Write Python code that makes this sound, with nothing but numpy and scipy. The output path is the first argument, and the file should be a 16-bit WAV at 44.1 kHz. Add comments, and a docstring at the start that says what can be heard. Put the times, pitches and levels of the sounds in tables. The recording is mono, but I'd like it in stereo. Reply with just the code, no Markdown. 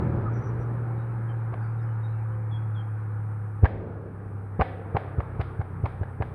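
"""A forest road: a six-cylinder car coasts away behind the trees, its exhaust droning lower and lower.
The drone is a sine at the firing order; wavering sines at other crank orders and shaped noise join it.
Unburnt fuel pops in the pipe: a dull thump, then a sharp crack of scattered shocks.
Decaying noise echoes ring among the trunks; a low squeak, then far birds, are short gliding sines.
Two microphone ports hear it all over a thin hiss."""
import sys
import numpy as np
from scipy import signal
from scipy.fft import rfft, irfft, next_fast_len
from scipy.io import wavfile
from scipy.ndimage import uniform_filter1d, map_coordinates

SR = 44100
rng = np.random.default_rng(int(sys.argv[2]) if len(sys.argv) > 2 else 0)


def persist_wave(psi):
    """Save psi, clipped to +-1, as 16-bit WAV."""
    counts = np.round(np.clip(psi, -1, 1) * 32767).astype(np.int16)
    wavfile.write(sys.argv[1], SR, np.atleast_2d(counts).T)


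N = 279679
TIME = np.arange(N) / SR  # seconds

# Course of the car's levels: (time [s], drone level [dB], tyre roar level [dB])
CAR_LEVELS = [(0, -31.5, -40), (.2, -30.5, -43), (.3, -26.5, -43), (.6, -29, -45), (1.4, -29.5, -46),
              (2.1, -28.5, -47), (3.25, -30.5, -48.5), (3.55, -32.5, -49.5), (4.05, -41, -51.5),
              (4.4, -35.5, -51.5), (5.0, -38.5, -46.5), (6.34, -39, -49.5)]
# Crank orders beside the firing order: (order [cycles per crank turn], relative level [dB])
SIDE_ORDERS = [(1, -12), (2, -4.5), (4, 1), (5, -2.5), (6, -20), (7, -16), (8, -11.5), (9, -11.5),
               (10, -14), (13, -13.5), (14, -7.5), (15, -21.5), (18, -20)]
# Missed firings: (time [s], gap length [s], drone drop [dB], below 0 counts as none)
STUMBLES = [(0.236, 0.041, -2), (0.438, 0.042, 23), (1.536, 0.01996, 3.5)]
# Spectrum of the exhaust rumble: (frequency [Hz], relative level [dB])
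RUMBLE_SPECTRUM = [(20, -31), (45, -13.5), (80, 7), (150, 1.5), (200, 6), (245, -6.5), (350, 1), (520, -5),
                   (640, -10.5), (900, -22.5), (2000, -33.5), (4500, -53), (7500, -70.5), (12000, -80.5)]
# Spectrum of the tyre roar: (frequency [Hz], relative level [dB])
ROAR_SPECTRUM = [(350, -40.5), (600, -24), (780, 2.5), (1040, -3), (1300, -1), (1700, -3.5), (2000, -12.5),
                 (2400, -16), (2800, -27), (3200, -31), (4000, -35.5), (5000, -47), (6500, -59.5),
                 (7500, -69), (9000, -94)]
# Pops: (time of the suction [s], thump level [dB], thump pitch [Hz], crack level [dB],
# crack brightness [dB per octave], crack length [s], favoured resonance [Hz], resonance boost [dB])
POPS = [(1.524, -33, 105.3, -23, 0, 0.0035, 1880, -0.5), (3.628, -25, 100, -16.5, -1, 0.0044, 1193, 3),
        (3.637, -5.5, 90.5, -13, -1.5, 0.0076, 1730, 17.5), (4.595, -18, 169, -7, 0.5, 0.0037, 1080, 3),
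        (4.599, -35, 117, -10.5, -0.5, 0.0065, 760, 6.5), (4.611, -17.5, 84, -46, 1.5, .006, 2120, 5),
        (4.949, -17.5, 111, -10.5, -1, 0.0073, 760, 1.5), (5.186, -15.5, 99, -20, -1, .006, 1250, 7),
        (5.3967, -18, 105.5, -18, 4.5, 0.0044, 940, 1.5), (5.5963, -18, 114, -24.5, -2, 0.0062, 741, 3),
        (5.8394, -16, 104, -20.5, 1, 0.009, 905, 9), (6.014, -19.5, 108, -23.5, -2.5, 0.0084, 1671, 10),
        (6.205, -17, 111, -16.5, 0, 0.0071, 1640, 10)]
# Colour the pipe gives a crack: (frequency [Hz], relative level [dB])
PIPE_COLOUR = [(250, -13), (450, -5.5), (600, -3.5), (760, 3), (950, -3), (1150, -2.5), (1400, -8.5),
               (1700, -6), (2100, -6.5), (2600, -12), (3500, -16.5), (4400, -32.5), (5400, -50.5),
               (6200, -64.5), (7400, -81), (9000, -60), (13000, -74.5)]
# Silencer ring on each thump: (pitch [Hz], time to its peak [s], level relative to the crack [dB])
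SILENCER_RING = (418, 0.0022, -14)
# Echo decay among the trunks: (frequency [Hz], time to lose 60 dB [s])
FOREST_DECAY = [(100, 1.7), (400, 2.8), (1000, 0.51), (2500, .85), (4000, .6), (5500, 0.48), (10000, 0.069)]
# Colour of the echoes: (frequency [Hz], relative level [dB])
FOREST_TONE = [(100, -24.5), (220, -13.5), (400, 4.5), (1000, -13.5), (1700, -3.5), (2800, -10), (4000, -3),
               (5200, 3.5), (8000, -4.5)]
# Squeak and bird notes, the first row a short low squeak, probably of the car, the others birds:
# (time [s], length [s], start pitch [Hz], end pitch [Hz], level [dB],
# trill amount [0-1], left minus right ahead of the ports [dB])
NOTES = [(0.251, 0.047, 1213, 1256, -36.5, 1, -1), (0.324, 0.081, 5970, 5750, -65.5, .9, 6.5),
         (0.409, 0.098, 6000, 5820, -64, 0.98, 4.5), (0.598, 0.047, 5900, 5720, -73, 0.8, 14),
         (0.971, 0.073, 3710, 3840, -65, .9, 1.5), (1.284, 0.043, 3300, 3120, -59, 0.5, 9),
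         (1.61, 0.07, 4760, 4460, -66, 1, -1.5), (1.79, 0.016, 3750, 3744, -62.5, 0.7, -0.5),
         (1.814, 0.033, 5140, 5170, -73, 0.6, -6.5), (1.861, 0.078, 3080, 2980, -67.5, .6, 0),
         (2.031, 0.046, 3810, 3750, -52.5, .2, 4.5), (2.076, 0.073, 3870, 3950, -66, 0.96, 3),
         (2.124, 0.091, 2730, 2650, -65.5, 1, 0), (2.31, 0.051, 3100, 3060, -69.5, .6, 2.5),
         (2.512, 0.076, 3430, 3320, -46.5, .25, -3), (2.749, 0.078, 3540, 3200, -48.5, 0.5, 2.5)]
# Spectrum of the microphone hiss: (frequency [Hz], relative level [dB])
HISS_SPECTRUM = [(3000, -21), (6000, -10.5), (7500, -23.5), (7900, -3.5), (8700, -3), (9800, -1),
                 (10600, -7.5), (12000, -7.5), (15700, -17.5)]
# Course of the hiss: (time [s], level [dB])
HISS_LEVELS = [(0, -76.5), (.25, -79.5), (.45, -81.5), (.6, -77.5), (3.6, -77.5), (3.75, -86), (4.3, -79),
               (5.5, -78), (6.34, -77.5)]
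# Phase between the ports: (frequency [Hz], lead of the left port [radians])
PORT_LEAD = [(200, 0), (520, .3), (860, .5), (1200, 1), (1550, 1.8), (1900, 2.7), (2300, 2.2), (2900, 2.5),
             (3600, 3.1), (4300, 3.9), (5100, 6.28)]
# Level between the ports: (frequency [Hz], left minus right [dB])
PORT_TILT = [(100, -1.24), (500, -1), (860, -2), (1200, -6), (1600, -5), (2200, -7), (2800, 3), (4000, -6),
             (5800, 5), (7200, -13.5), (8600, 17.5), (9500, 9), (10700, -1), (12000, 2)]
# How alike the two channels of a noise are: (frequency [Hz], likeness [0-1])
LIKENESS = [(100, 1), (300, 0.85), (700, 0.42), (1500, 0.89), (2300, .5), (3200, 0.4), (5000, 0.8),
            (8000, 0.1), (11300, 0.82), (12500, 0.3), (15000, .55)]

FIRING = 3  # the crank order at which the cylinders fire
CRANK_HZ, SAG_HZ_PER_S = 40.28, 1.53  # crank turns a second at the start, and how fast they sink
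SLIP_PER_S2 = 95  # share of speed lost in a missed firing, times the square of the gap length
CATCH_UP_S = 0.04  # time constant of the speed's return after a missed firing
LIFT_S = 0.16  # the throttle shuts
OVERRUN_S, OVERRUN_RAMP_S = 4.6, 0.45  # start of the overrun burble and the time it takes to set in
# Side orders: throttle open, time to lose 10 dB, coasting, overrun
SIDE_OPEN_DB, SIDE_FALL_S, SIDE_COAST_DB, SIDE_OVERRUN_DB = -32, 0.06, -47.5, -44
BRIGHT_COAST_DB, BRIGHT_OVERRUN_DB = -0.5, -3  # brightness of the side orders, dB per octave
FOURTH_OVERRUN_DB = 2.5  # uneven burning lifts the fourth order
SIDE_WAVER_DB = 3  # rms level waver of each side order
# Rumble: throttle open, time to lose 10 dB, coasting
RUMBLE_OPEN_DB, RUMBLE_FALL_S, RUMBLE_COAST_DB = -29.5, 0.89, -48
# Rumble left by a pop: relative to its thump, swell time, time to lose 10 dB
GURGLE_DB, GURGLE_RISE_S, GURGLE_FALL_S = -29.5, 0.12, 0.58
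SUCTION_S = 0.015  # from the start of a thump to its suction
CRACK_AFTER_S = 0.0168  # from the suction to the open crack
WAVER = 0.024  # rms pitch unsteadiness of a fully trilled note, as a share
NOTE_LAG_S = 0.00004  # squeak and birds come this much later on the left, ahead of the ports
LOW_CUT_HZ, EDGE_HZ = 31, 15700  # bass cut and upper band limit


def engine():
    """The firing order drones clean, the other orders waver; rumble and tyre roar lie under them."""
    s, *columns = np.transpose(CAR_LEVELS)
    drone_db, roar_db = (np.interp(TIME, s, column) for column in columns)
    crank_hz = CRANK_HZ - SAG_HZ_PER_S * TIME
    overrun = np.clip((TIME - OVERRUN_S) / OVERRUN_RAMP_S, 0, 1)
    rumble_power = gain_of(2 * RUMBLE_COAST_DB) + fading(RUMBLE_OPEN_DB, 0, RUMBLE_FALL_S)

    # a missed firing leaves a gap and the next ones come late
    for at, length, drop_db in STUMBLES:
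        gap = np.exp(-((TIME - at) / (length / 2)) ** 4)
        drone_db = drone_db - max(drop_db, 0) * gap
        catching_up = np.exp(-abs(TIME - at) / CATCH_UP_S)
        slip = np.where(TIME > at, catching_up, gap)
        crank_hz = crank_hz * (1 - SLIP_PER_S2 * length ** 2 * slip)

    # the blast empties the pipe: the drone has to build up again, the pipe gurgles on
    for at, thump_db, *_ in POPS:
        drone_db = drone_db - 7 * np.exp(-((TIME - at - 0.025) / 0.023) ** 2)
        swell = np.clip((TIME - at) / GURGLE_RISE_S, 0, 1)
        rumble_power = rumble_power + swell * fading(thump_db + GURGLE_DB, at, GURGLE_FALL_S)

    phase = 2 * np.pi * np.cumsum(crank_hz * (1 + 0.006 * drift(12))) / SR
    drone = gain_of(drone_db + 0.74 * drift(13)) * np.sqrt(2) * np.sin(FIRING * phase)
    side = side_orders(phase, overrun)
    rumble = np.sqrt(rumble_power) * noise(RUMBLE_SPECTRUM, 0.95)
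    roar = gain_of(roar_db) * noise(ROAR_SPECTRUM, 1.3)
    return drone + side + rumble + roar


def side_orders(phase, overrun):
    """Sines at the other crank orders: they sink as the throttle shuts and come up again on overrun."""
    floor_db = SIDE_COAST_DB + (SIDE_OVERRUN_DB - SIDE_COAST_DB) * overrun
    closing = 10 ** (-np.maximum(TIME - LIFT_S, 0) / SIDE_FALL_S)
    power = gain_of(2 * floor_db) + gain_of(2 * SIDE_OPEN_DB) * closing
    bright_db = BRIGHT_COAST_DB + (BRIGHT_OVERRUN_DB - BRIGHT_COAST_DB) * overrun
    total = np.zeros(N)
    for order, db in SIDE_ORDERS:
        level_db = db + bright_db * np.log2(order / FIRING) + SIDE_WAVER_DB * drift(5.9)
        if order == FIRING + 1:
            level_db = level_db + FOURTH_OVERRUN_DB * overrun
        total += gain_of(level_db) * np.sin(order * phase + 1.0 * drift(6))
    return np.sqrt(power) * total


def pops():
    """A muffled rattle rides on each thump, the open crack follows; thumps, cracks and blasts apart."""
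    thumps, cracks, blasts = np.zeros((3, N))
    for s, thump_db, hz, crack_db, bright_db, length, peak_hz, peak_db in POPS:
        add(thumps, s - SUCTION_S, gain_of(thump_db) * thump(hz, crack_db - thump_db))
        rattle, _ = crack(bright_db - 6.5, 0.023, peak_hz, 0, rise=0.01)
        add(cracks, s - 0.003, gain_of(crack_db - 7.5) * rattle)
        sound, blast = crack(bright_db, length, peak_hz, peak_db, rise=0.0013)
        add(cracks, s + CRACK_AFTER_S, gain_of(crack_db) * sound)
        add(blasts, s + CRACK_AFTER_S, gain_of(crack_db) * blast)
    return thumps, cracks, blasts


def thump(hz, crack_over_thump_db):
    """A short swing of pressure around a sharp suction; its pitch sags as it dies, the silencer rings."""
    t = np.arange(-SUCTION_S, 0.04, 1 / SR)
    turns = hz * (t - 10 * t ** 2 * (t > 0))
    width = np.where(t < 0.002, 0.006, 0.012)  # swells faster than it dies
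    shape = np.exp(-((t - 0.002) / width) ** 2)
    ring_hz, ring_peak_s, ring_db = SILENCER_RING
    u = np.maximum(t + 0.0022, 0) / ring_peak_s
    ring = u * np.exp(1 - u) * np.cos(2 * np.pi * ring_hz * t)
    snatch = 0.35 * np.exp(-(t / 0.00085) ** 2)  # the suction comes to a sharp point
    return -np.cos(2 * np.pi * turns) * shape - snatch - gain_of(crack_over_thump_db + ring_db) * ring


def crack(bright_db, length, peak_hz, peak_db, rise):
    """One shock, then scattered ones, coloured by the pipe and the long way through the trees.

    Also their energy as one blast without the favoured resonance, which is what the trunks send back."""
    t, hz = np.arange(1500) / SR, np.fft.rfftfreq(4096, 1 / SR)
    size, chance = rng.standard_normal((2, len(t)))
    envelope = np.exp(-(t / length) ** 2) * np.minimum(t / rise, 1)
    shocks = 0.38 * size * (abs(chance) > 1.7) * envelope
    shocks[0] = -(0.0041 / length) ** 2  # short cracks open with the hardest shock
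    colour_db = read(PIPE_COLOUR, hz) + bright_db * np.log2(hz / 760 + 0.084)
    plain_ring = causal(colour_db)
    octaves_off = np.log2(hz / peak_hz + 1e-9)
    resonance_db = peak_db * np.exp(-(octaves_off / 0.16) ** 2)
    sound = np.convolve(shocks, causal(colour_db + resonance_db))
    peak = abs(sound).max()
    return sound / peak, plain_ring * np.linalg.norm(shocks) / peak


def forest(x):
    """Echoes from many trunks: they build up, then each band dies at its own speed."""
    taps = rng.standard_normal((2, SR + SR // 2))
    taps[1] = 0.52 * taps[0] + 0.75 * taps[1]  # the two ears hear partly the same echoes
    hz, t, z = signal.stft(taps, SR, nperseg=256)
    decay_db = -60 * t / read(FOREST_DECAY, hz)[:, None]
    build_up = 1 - np.exp(-t / 0.0022)
    z *= gain_of(read(FOREST_TONE, hz)[:, None] + decay_db) * build_up
    tail = signal.istft(z, SR, nperseg=256)[1]
    tail = tail / np.linalg.norm(tail[0])
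    echoes = signal.fftconvolve(x[None], tail, axes=1)[:, :N]
    swaying = np.arange(N) + 2.5 * drift(70)  # stirring leaves and air blur the pitch of the echoes
    return np.array([map_coordinates(ear, [swaying], order=3) for ear in echoes])


def squeak_and_birds():
    """Wavering sines that slide quickly to their end pitch, some trilled, each from its own side."""
    out, waver = np.zeros((N, 2)), drift(300)
    half = np.array([[0.5], [-0.5]])  # left and right share each difference
    for s, length, start_hz, end_hz, db, trill, pan_db in NOTES:
        u = np.linspace(0, 1, int(length * SR))
        glide_hz = end_hz + (start_hz - end_hz) * np.exp(-5 * u)
        hz = glide_hz * (1 + WAVER * trill * waver[round(s * SR):][:len(u)])
        beat = 1 + 0.51 * np.clip(trill, 0, 1) * np.cos(2 * np.pi * 60 * u * length)  # 60 Hz trill
        envelope = np.sin(np.pi * u) ** 0.46
        turns = np.cumsum(hz) / SR - half * hz * NOTE_LAG_S
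        note = gain_of(db + half * pan_db) * beat * envelope * np.sin(2 * np.pi * turns)
        add(out, s, note.T)
    return out.T


def noise(spectrum, patchy_db):
    """Two partly alike channels of shaped noise with drifting patches, at rms 1 overall."""
    hz = np.fft.rfftfreq(1024, 1 / SR)
    a, b, c, d, patches = rng.standard_normal((N // 256 + 5, 513, 5)).T
    patches = uniform_filter1d(patches, size=10, axis=0)  # smooth over frequency, then over time
    patches = evened(uniform_filter1d(patches, size=12, axis=1))
    same = np.clip(read(LIKENESS, hz), 0, 1)[:, None]
    left = a + 1j * b
    right = same * left + np.sqrt(1 - same ** 2) * (c + 1j * d)
    z = np.array([left, right])
    z *= gain_of(read(spectrum, hz)[:, None] + patchy_db * patches)
    return evened(signal.istft(z, nperseg=1024, noverlap=768)[1][:, :N])


def drift(rate):
    """Slow chance of rms 1, up to rate changes a second."""
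    knots = rng.standard_normal(int(N / SR * rate) + 4)
    coarse = TIME[::32]
    return evened(np.interp(TIME, coarse, map_coordinates(knots, [coarse * rate], order=3)))


def fading(db, s, fall_s):
    """Power that starts at db at time s and loses 10 dB every fall_s."""
    return gain_of(2 * db) * 10 ** (-np.maximum(TIME - s, 0) / fall_s) * (TIME >= s)


def causal(gain_db):
    """The shortest ring that has this colour, given from 0 Hz to half the sample rate."""
    log_gain = np.log(gain_of(np.r_[gain_db, gain_db[-2:0:-1]]))
    minimum_phase = np.exp(np.conj(signal.hilbert(log_gain)))
    return np.fft.ifft(minimum_phase).real[:2048]


def gain_of(db):
    """Amplitude factor of a level in dB."""
    return 10 ** (np.asarray(db) / 20)


def evened(x):
    """Scale to rms 1."""
    return x / np.sqrt(np.mean(x ** 2) + 1e-20)


def read(points, hz):
    """Read a table at hz, straight lines over log frequency."""
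    f, value = np.transpose(points)
    return np.interp(np.log(hz + 1), np.log(f + 1), value)


def add(mix, s, sound):
    """Lay a sound into the mix at time s, cut off at the end."""
    part = mix[round(s * SR):][:len(sound)]
    part += sound[:len(part)]


def scene():
    """Car, pops, squeak and birds heard directly, with the forest's echoes of all but the engine."""
    thumps, cracks, blasts = pops()
    notes = squeak_and_birds()
    sent = gain_of(-19) * thumps + gain_of(-10.0) * blasts + gain_of(-13.5) * notes.mean(0)
    echoes = forest(sent)
    return engine() + thumps + cracks + notes + echoes


def record(dry):
    """Hiss joins, the deepest bass drops, two ports differ in phase and level; then the band limit."""
    size = next_fast_len(N + 4096)
    hz = np.fft.rfftfreq(size, 1 / SR)
    # each port takes half of the difference
    left = gain_of(read(PORT_TILT, hz) / 2) * np.exp(0.5j * read(PORT_LEAD, hz))
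    ports = np.array([left, 1 / left])
    hiss_db = np.interp(TIME, *np.transpose(HISS_LEVELS))
    hissing = dry + gain_of(hiss_db) * noise(HISS_SPECTRUM, 1.1)
    low_cut = 1 / np.sqrt(1 + (LOW_CUT_HZ / (hz + 1e-9)) ** 6)
    heard = irfft(rfft(hissing, size) * low_cut * ports, size)[:, :N]
    band_limit = signal.firwin(511, EDGE_HZ, window=("kaiser", 9), fs=SR)
    return signal.oaconvolve(heard, band_limit[None], "same")


dry = scene()
out = record(dry)
persist_wave(out)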